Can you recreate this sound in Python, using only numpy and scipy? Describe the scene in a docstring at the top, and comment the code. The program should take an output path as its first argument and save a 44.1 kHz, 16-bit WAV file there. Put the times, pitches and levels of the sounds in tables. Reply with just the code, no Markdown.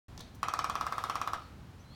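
"""Soft bill clicks over a faint low rumble, then an albatross on the lawn in front of the microphone
claps its bill seventeen times, slowing a little as it goes. Each clack is a dry snap of the horny
bill edges and a hollow knock of the mouth; garden walls and trees throw it back.
Afterwards a small bird whistles far off."""
import sys
import numpy as np
from scipy import signal
from scipy.fft import rfft, irfft
from scipy.io import wavfile
from scipy.ndimage import uniform_filter1d

SR = 44100
rng = np.random.default_rng(int(sys.argv[2]) if len(sys.argv) > 2 else 0)


def transcribe(u):
    """Save the signal u as a 16-bit wav file named by the first command-line argument.

    u: samples, shape (n,) or (channels, n), limited to [-1, 1]; the rate is SR.
    q: integer samples, one column per channel.
    """
    v = np.clip(np.atleast_2d(u).T, -1, 1)
    q = np.round(v * 32767).astype(np.int16)
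    wavfile.write(sys.argv[1], SR, q)


N = 85995


def amp(db):
    """Decibels to gain."""
    return 10 ** (np.asarray(db) / 20)


def unit_rms(x):
    """Scales to rms 1."""
    return x / np.sqrt(np.mean(x ** 2) + 1e-20)


def curve(points, hz, column=1):
    """Reads one column of a table along log frequency."""
    table = np.array(points)
    return np.interp(np.log(hz + 1), np.log(table[:, 0] + 1), table[:, column])


def add(mix, start_s, sound):
    """Mixes a sound in at its start time."""
    part = mix[max(round(start_s * SR), 0):][:len(sound)]
    part += sound[:len(part)]


def noise(spectrum, size, tilt_db=0):
    """Noise of rms 1 with a given spectrum, tilted per octave."""
    hz = np.fft.rfftfreq(size, 1 / SR)
    colour = amp(curve(spectrum, hz) + tilt_db * np.log2(hz + 1))
    return unit_rms(irfft(rfft(rng.standard_normal(size)) * colour, size))


def fade(t, t60):
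    """Exponential decay, 60 dB down after t60 seconds."""
    return np.exp(-np.log(1000) * t / t60)


def burst(spectrum, rise_s, t60, tilt_db=0):
    """Coloured noise that swells and dies away."""
    t = np.arange(8192) / SR
    envelope = np.minimum(t / rise_s, 1) * fade(np.maximum(t - rise_s, 0), t60)
    return envelope * noise(spectrum, len(t), tilt_db)


def background():
    """The open air around the microphone: a slowly swelling low rumble and a soft hiss."""
    # Colour of the rumble and of the hiss. Each row: frequency in Hz, relative level in dB.
    rumble_colour = [(12, -51), (20, -28), (45, -5), (75, 0), (150, -6.5), (196, -10), (216, -9.5),
                     (258, -13.5), (400, -22), (520, -84), (880, -120)]
    hiss_colour = [(200, -3), (400, 3.5), (1000, 2.5), (2000, -4.5), (4000, -9.5), (6000, -14.5),
                   (8000, -18.5), (12000, -22.5), (16500, -23.5), (19000, -38)]
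    # How each rises and falls. Each row: time in seconds, gain in dB.
    rumble_swell = [(.12, 0.5), (.25, -0.5), (.5, -1.5), (.73, 0.5), (.95, -2.5), (1.2, -1.5), (1.45, -1),
                    (1.66, 0), (1.85, -2.5)]
    hiss_swell = [(.1, -59), (.35, -61.5), (1.0, -51), (1.55, -60), (1.9, -60.5)]
    t = np.arange(N) / SR
    rumble = amp(np.interp(t, *np.transpose(rumble_swell)) - 50.5) * noise(rumble_colour, N)
    hiss = amp(np.interp(t, *np.transpose(hiss_swell))) * noise(hiss_colour, N)
    return rumble + hiss


def nibble(db, rise_s, t60, tilt_db):
    """A light touch of the bill edges: a brief scratchy click."""
    # Colour of the touch. Each row: frequency in Hz, relative level in dB.
    colour = [(500, -10), (950, 1), (1500, -3.5), (2550, -16), (3200, -6), (4300, -3), (5000, -5.5),
              (5600, -1), (8000, -12.5), (12000, -18), (17000, -26)]
    return amp(db) * burst(colour, rise_s, t60, tilt_db)


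def edge_snap():
    """The bill edges meet: the same clean click below, a gritty burst of a few milliseconds above."""
    # Colour of the horny edges. Each row: frequency in Hz, relative level in dB.
    edge_colour = [(300, 0), (1400, 8), (2300, -6.5), (3200, -4), (4000, -1.5), (5500, -2.5), (7500, -9),
                   (8400, -10.5), (10000, -11.5), (12500, -9.5), (16500, -24), (18500, -7)]
    clean_below_hz, smooth_hz = 2400, 420
    t, hz = np.arange(2048) / SR, np.fft.rfftfreq(2048, 1 / SR)
    grit = rfft(rng.standard_normal(len(t)) * fade(t, t60=.0105))
    power = uniform_filter1d(abs(grit) ** 2, size=round(smooth_hz / hz[1]))
    clean_share = 1 / (1 + (hz / clean_below_hz) ** 6)
    spectrum = np.sqrt(clean_share) + np.sqrt((1 - clean_share) / power) * grit
    # Minimum phase keeps the attack sharp.
    log_gain = np.log(unit_rms(amp(curve(edge_colour, hz))))
    mirrored = np.r_[log_gain, log_gain[-2:0:-1]]
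    colour = np.exp(np.conj(signal.hilbert(mirrored)))[:len(hz)]
    return amp(-30.5) * irfft(spectrum * colour * np.sqrt(power.mean())) * (1 - t / t[-1])


def mouth_knock(t):
    """The air in the closing mouth gives a short hollow knock."""
    # Air resonances. Each row: frequency in Hz, level in dB, time to swell in seconds.
    resonances = [(1216, -18.5, 0.00099), (726, -35.5, 0.0006), (426, -38, 0.00076)]
    roundness, top_hz = 1.25, 1302  # higher roundness: a rounder swell and a quicker stop
    shift_s = .00048  # offsets the low-pass delay so knock and snap sound together
    knock = np.zeros(len(t))
    for k, (hz, db, swell_s) in enumerate(resonances):
        envelope = (t / swell_s * np.exp(1 - t / swell_s)) ** roundness
        knock += (-1) ** k * amp(db) * envelope * np.cos(2 * np.pi * hz * t)
    knock = signal.sosfilt(signal.butter(6, top_hz, fs=SR, output="sos"), knock)
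    return np.interp(t + shift_s, t, knock)


def shell_ring(t):
    """The struck bill shell rings, tuned a little differently at each clap."""
    # Modes of the shell. Each row: frequency in Hz, level in dB, t60 in seconds.
    modes = [(2464, -47, 0.015), (2900, -59, 0.006), (3190, -48.5, 0.0066), (4774, -47, 0.021),
             (5710, -33.5, 0.0062), (6660, -40.5, 0.0067), (8540, -47, 0.0027)]
    detune, rise_s = 1 + .012 * rng.standard_normal(), .0003
    ring = sum((-1) ** k * amp(db) * fade(t, t60) * np.sin(2 * np.pi * hz * detune * t)
               for k, (hz, db, t60) in enumerate(modes))
    return ring * np.minimum(t / rise_s, 1)


def clap(knock_db, shell_db, snap_db):
    """One clack as it leaves the bill: snap, knock and ring together."""
    snap = edge_snap()
    t = np.arange(len(snap)) / SR
    return amp(knock_db) * mouth_knock(t) + amp(shell_db) * shell_ring(t) + amp(snap_db) * snap


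def rasp():
    """A short woody rasp that swells just behind the knock."""
    # Colour of the rasp. Each row: frequency in Hz, relative level in dB.
    colour = [(1200, -35), (1500, 5.5), (1800, -4), (2080, 1), (2400, -32)]
    return amp(-44.5) * burst(colour, rise_s=.0083, t60=.052)


def woody_tones():
    """Faint woody tones that hang on after every clap."""
    # Each row: frequency in Hz, level in dB, t60 in seconds.
    tones = [(630, -52, .25), (680, -58, .25), (800, -52, .3), (1238, -52, .4), (1275, -48, .45),
             (1335, -50, .3), (1362, -47, .35), (1500, -54, .22), (1665, -51.5, .22), (1804, -53, .2),
             (2043, -54, .15)]
    t = np.arange(SR // 2) / SR
    return sum(amp(db) * fade(t, t60) * np.sin(2 * np.pi * hz * t) for hz, db, t60 in tones)


def echoes(sound):
    """Nearby trunks and walls send distinct, slightly dulled reflections to the microphone."""
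    # Each row: delay in seconds, gain in dB.
    reflections = [(.00388, -15), (.00458, -20.5), (.00619, -14.5), (.00683, -22), (.00782, -15),
                   (.00896, -23), (.01045, -21), (.01272, -18.5), (.01481, -20.5), (.01878, -11.5),
                   (.02283, -21.5), (.02909, -17), (.03238, -17.5), (.03821, -22), (.04349, -22.5),
                   (.04717, -17), (.05018, -17.5), (.06542, -24.5), (.07134, -21), (.08712, -21.5)]
    dull = signal.lfilter(*signal.butter(1, 2100, fs=SR), sound)
    returned = np.zeros(N)
    for delay_s, db in reflections:
        add(returned, delay_s, amp(db) * dull)
    return returned


def paths():
    """Countless small reflections of random sign: frequencies, times and short-time spectra."""
    return signal.stft(rng.choice([-1., 1.], SR // 2), SR, nperseg=256)


def scatter(sound, bands, steady_paths):
    """A diffuse tail, each band with its own level and decay; long waves keep the steady paths."""
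    steady_below_hz = 2550
    hz, t, fresh_paths = paths()
    steady_share = 1 / (1 + (hz[:, None] / steady_below_hz) ** 4)
    blend = np.sqrt(steady_share) * steady_paths + np.sqrt(1 - steady_share) * fresh_paths
    t60 = curve(bands, hz, column=2)[:, None]
    decay = fade(t, t60) * np.sqrt(2 * np.log(1000) / (t60 * SR))  # equal energy for any t60
    tail = blend * amp(curve(bands, hz))[:, None] * decay
    return signal.fftconvolve(sound, signal.istft(tail, SR, nperseg=256)[1])


def whistle(length_s, start_hz, end_hz, db, waver):
    """A small bird far off: a thin, slightly wavering glide."""
    progress = np.arange(0, length_s, 1 / SR) / length_s
    wobble = unit_rms(uniform_filter1d(rng.standard_normal(SR), size=90))[:len(progress)]
    hz = (start_hz + (end_hz - start_hz) * progress) * (1 + waver * wobble)
    envelope = np.sqrt(abs(np.sin(np.pi * progress)))
    return amp(db) * envelope * np.sin(2 * np.pi * np.cumsum(hz) / SR)


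def scene():
    """Both birds from one spot in the garden; as the head moves, leaves scatter each clack's treble anew."""
    # Soft clicks and scrapes. Each row: start in seconds, level in dB, rise and t60 in seconds,
    # treble tilt in dB per octave.
    nibbles = [(.1768, -41.5, 0.00012, .004, 3), (.1776, -43.5, 0.00015, .022, -1.5),
               (.1921, -47, 0.00029, .007, 1), (.194, -44.5, 0.00037, .014, -2),
               (.205, -43, .0004, 0.006, 0), (.207, -41.5, 0.00059, 0.017, 3.5),
               (.2108, -51, .0004, 0.011, -4.5), (.343, -60.5, 0.0092, .065, 10),
               (1.339, -47, 0.0015, 0.077, -3)]
    # Bill claps. Each row: start in seconds, then gains in dB for knock, shell, snap and rasp.
    claps = [(.4303, 1.3, 1.5, 1.5, -2), (.4844, -1, -1, -1, -6), (.5376, 1, 2, 2, -3),
             (.5909, .7, 3.5, 1, -6), (.6436, -.2, 2, 0, -7), (.698, -.7, 1.5, -1.5, -8),
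             (.7543, -.2, -2.5, -1, -4), (.8108, 0, -6, .5, 0), (.8667, -2.2, -10, -2, 1),
             (.9238, -1.8, -9, -1.5, 1), (.9813, -2, -10, -2, -1), (1.0392, -1.6, -9, -.5, 1),
             (1.0979, -.3, -3.5, .5, -2), (1.1555, -.7, -2.5, -1.5, -6), (1.2151, -.9, -2, -1, -5),
             (1.275, -.9, -9, -1, -1), (1.3338, -.9, -7, -1, 0)]
    # The far bird. Each row: start and length in seconds, first and last pitch in Hz, level in dB,
    # waver as a share of the pitch.
    whistles = [(1.415, 0.056, 4350, 4235, -66, 0.047), (1.792, 0.036, 5700, 6200, -66, 0.021),
                (1.84, .062, 4030, 4070, -66.5, .008), (1.893, 0.076, 4080, 4580, -61, 0.022),
                (1.905, .055, 3330, 3450, -67, .02)]
    # Scatter from leaves close by, and the garden's longer tail.
    # Each row: frequency in Hz, gain in dB, t60 in seconds.
    leaves = [(300, -5.5, 0.12), (704, -8, 0.027), (1140, -29.5, 0.045), (1440, -0.5, 0.12),
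              (1700, 5.5, .06), (3480, 4.5, 0.084), (5500, -7, 0.07), (8700, -4, 0.13), (16000, -18, .07)]
    garden = [(253, -16, 0.24), (642, 6, 0.14), (885, -5, 0.17), (1100, -29.5, 1), (1320, -5, 0.53),
              (1740, -2.5, 0.5), (2500, 6, 0.37), (4030, -4, 0.64), (5800, -8.5, 0.34), (8900, -11, 0.5),
              (16000, -18, 0.2)]
    leaves_delay_s, garden_delay_s = .0032, .012
    bill, far_bird, space = np.zeros((3, N))
    leaf_paths, garden_paths = paths()[2], paths()[2]
    for start_s, knock_db, shell_db, snap_db, rasp_db in claps:
        clack = clap(knock_db, shell_db, snap_db)
        add(bill, start_s, clack)
        add(space, start_s, amp(rasp_db) * rasp())
        add(space, start_s + leaves_delay_s, scatter(clack, leaves, leaf_paths))
        add(space, start_s + leaves_delay_s, amp(knock_db) * woody_tones())
    for start_s, *touch in nibbles:
        click = nibble(*touch)
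        add(bill, start_s, click)
        add(space, start_s + leaves_delay_s, amp(-4) * scatter(click, leaves, leaf_paths))
    for start_s, *glide in whistles:
        add(far_bird, start_s, whistle(*glide))
    add(space, garden_delay_s, scatter(bill + amp(2) * far_bird, garden, garden_paths))
    return (bill + echoes(bill) + far_bird + space + background())[None]


def record(dry):
    """One microphone, opened after a moment of silence; the top treble rolls off, then stops."""
    open_s, rolloff_hz, limit_hz = .082, 17000, 19200
    opened = dry * np.clip((np.arange(N) / SR - open_s) / .002, 0, 1)
    soft = signal.sosfilt(signal.butter(4, rolloff_hz, fs=SR, output="sos"), opened)
    band_limit = signal.firwin(511, limit_hz, window=("kaiser", 9), fs=SR)
    return signal.oaconvolve(soft, band_limit[None], "same")


dry = scene()
out = record(dry)
transcribe(out)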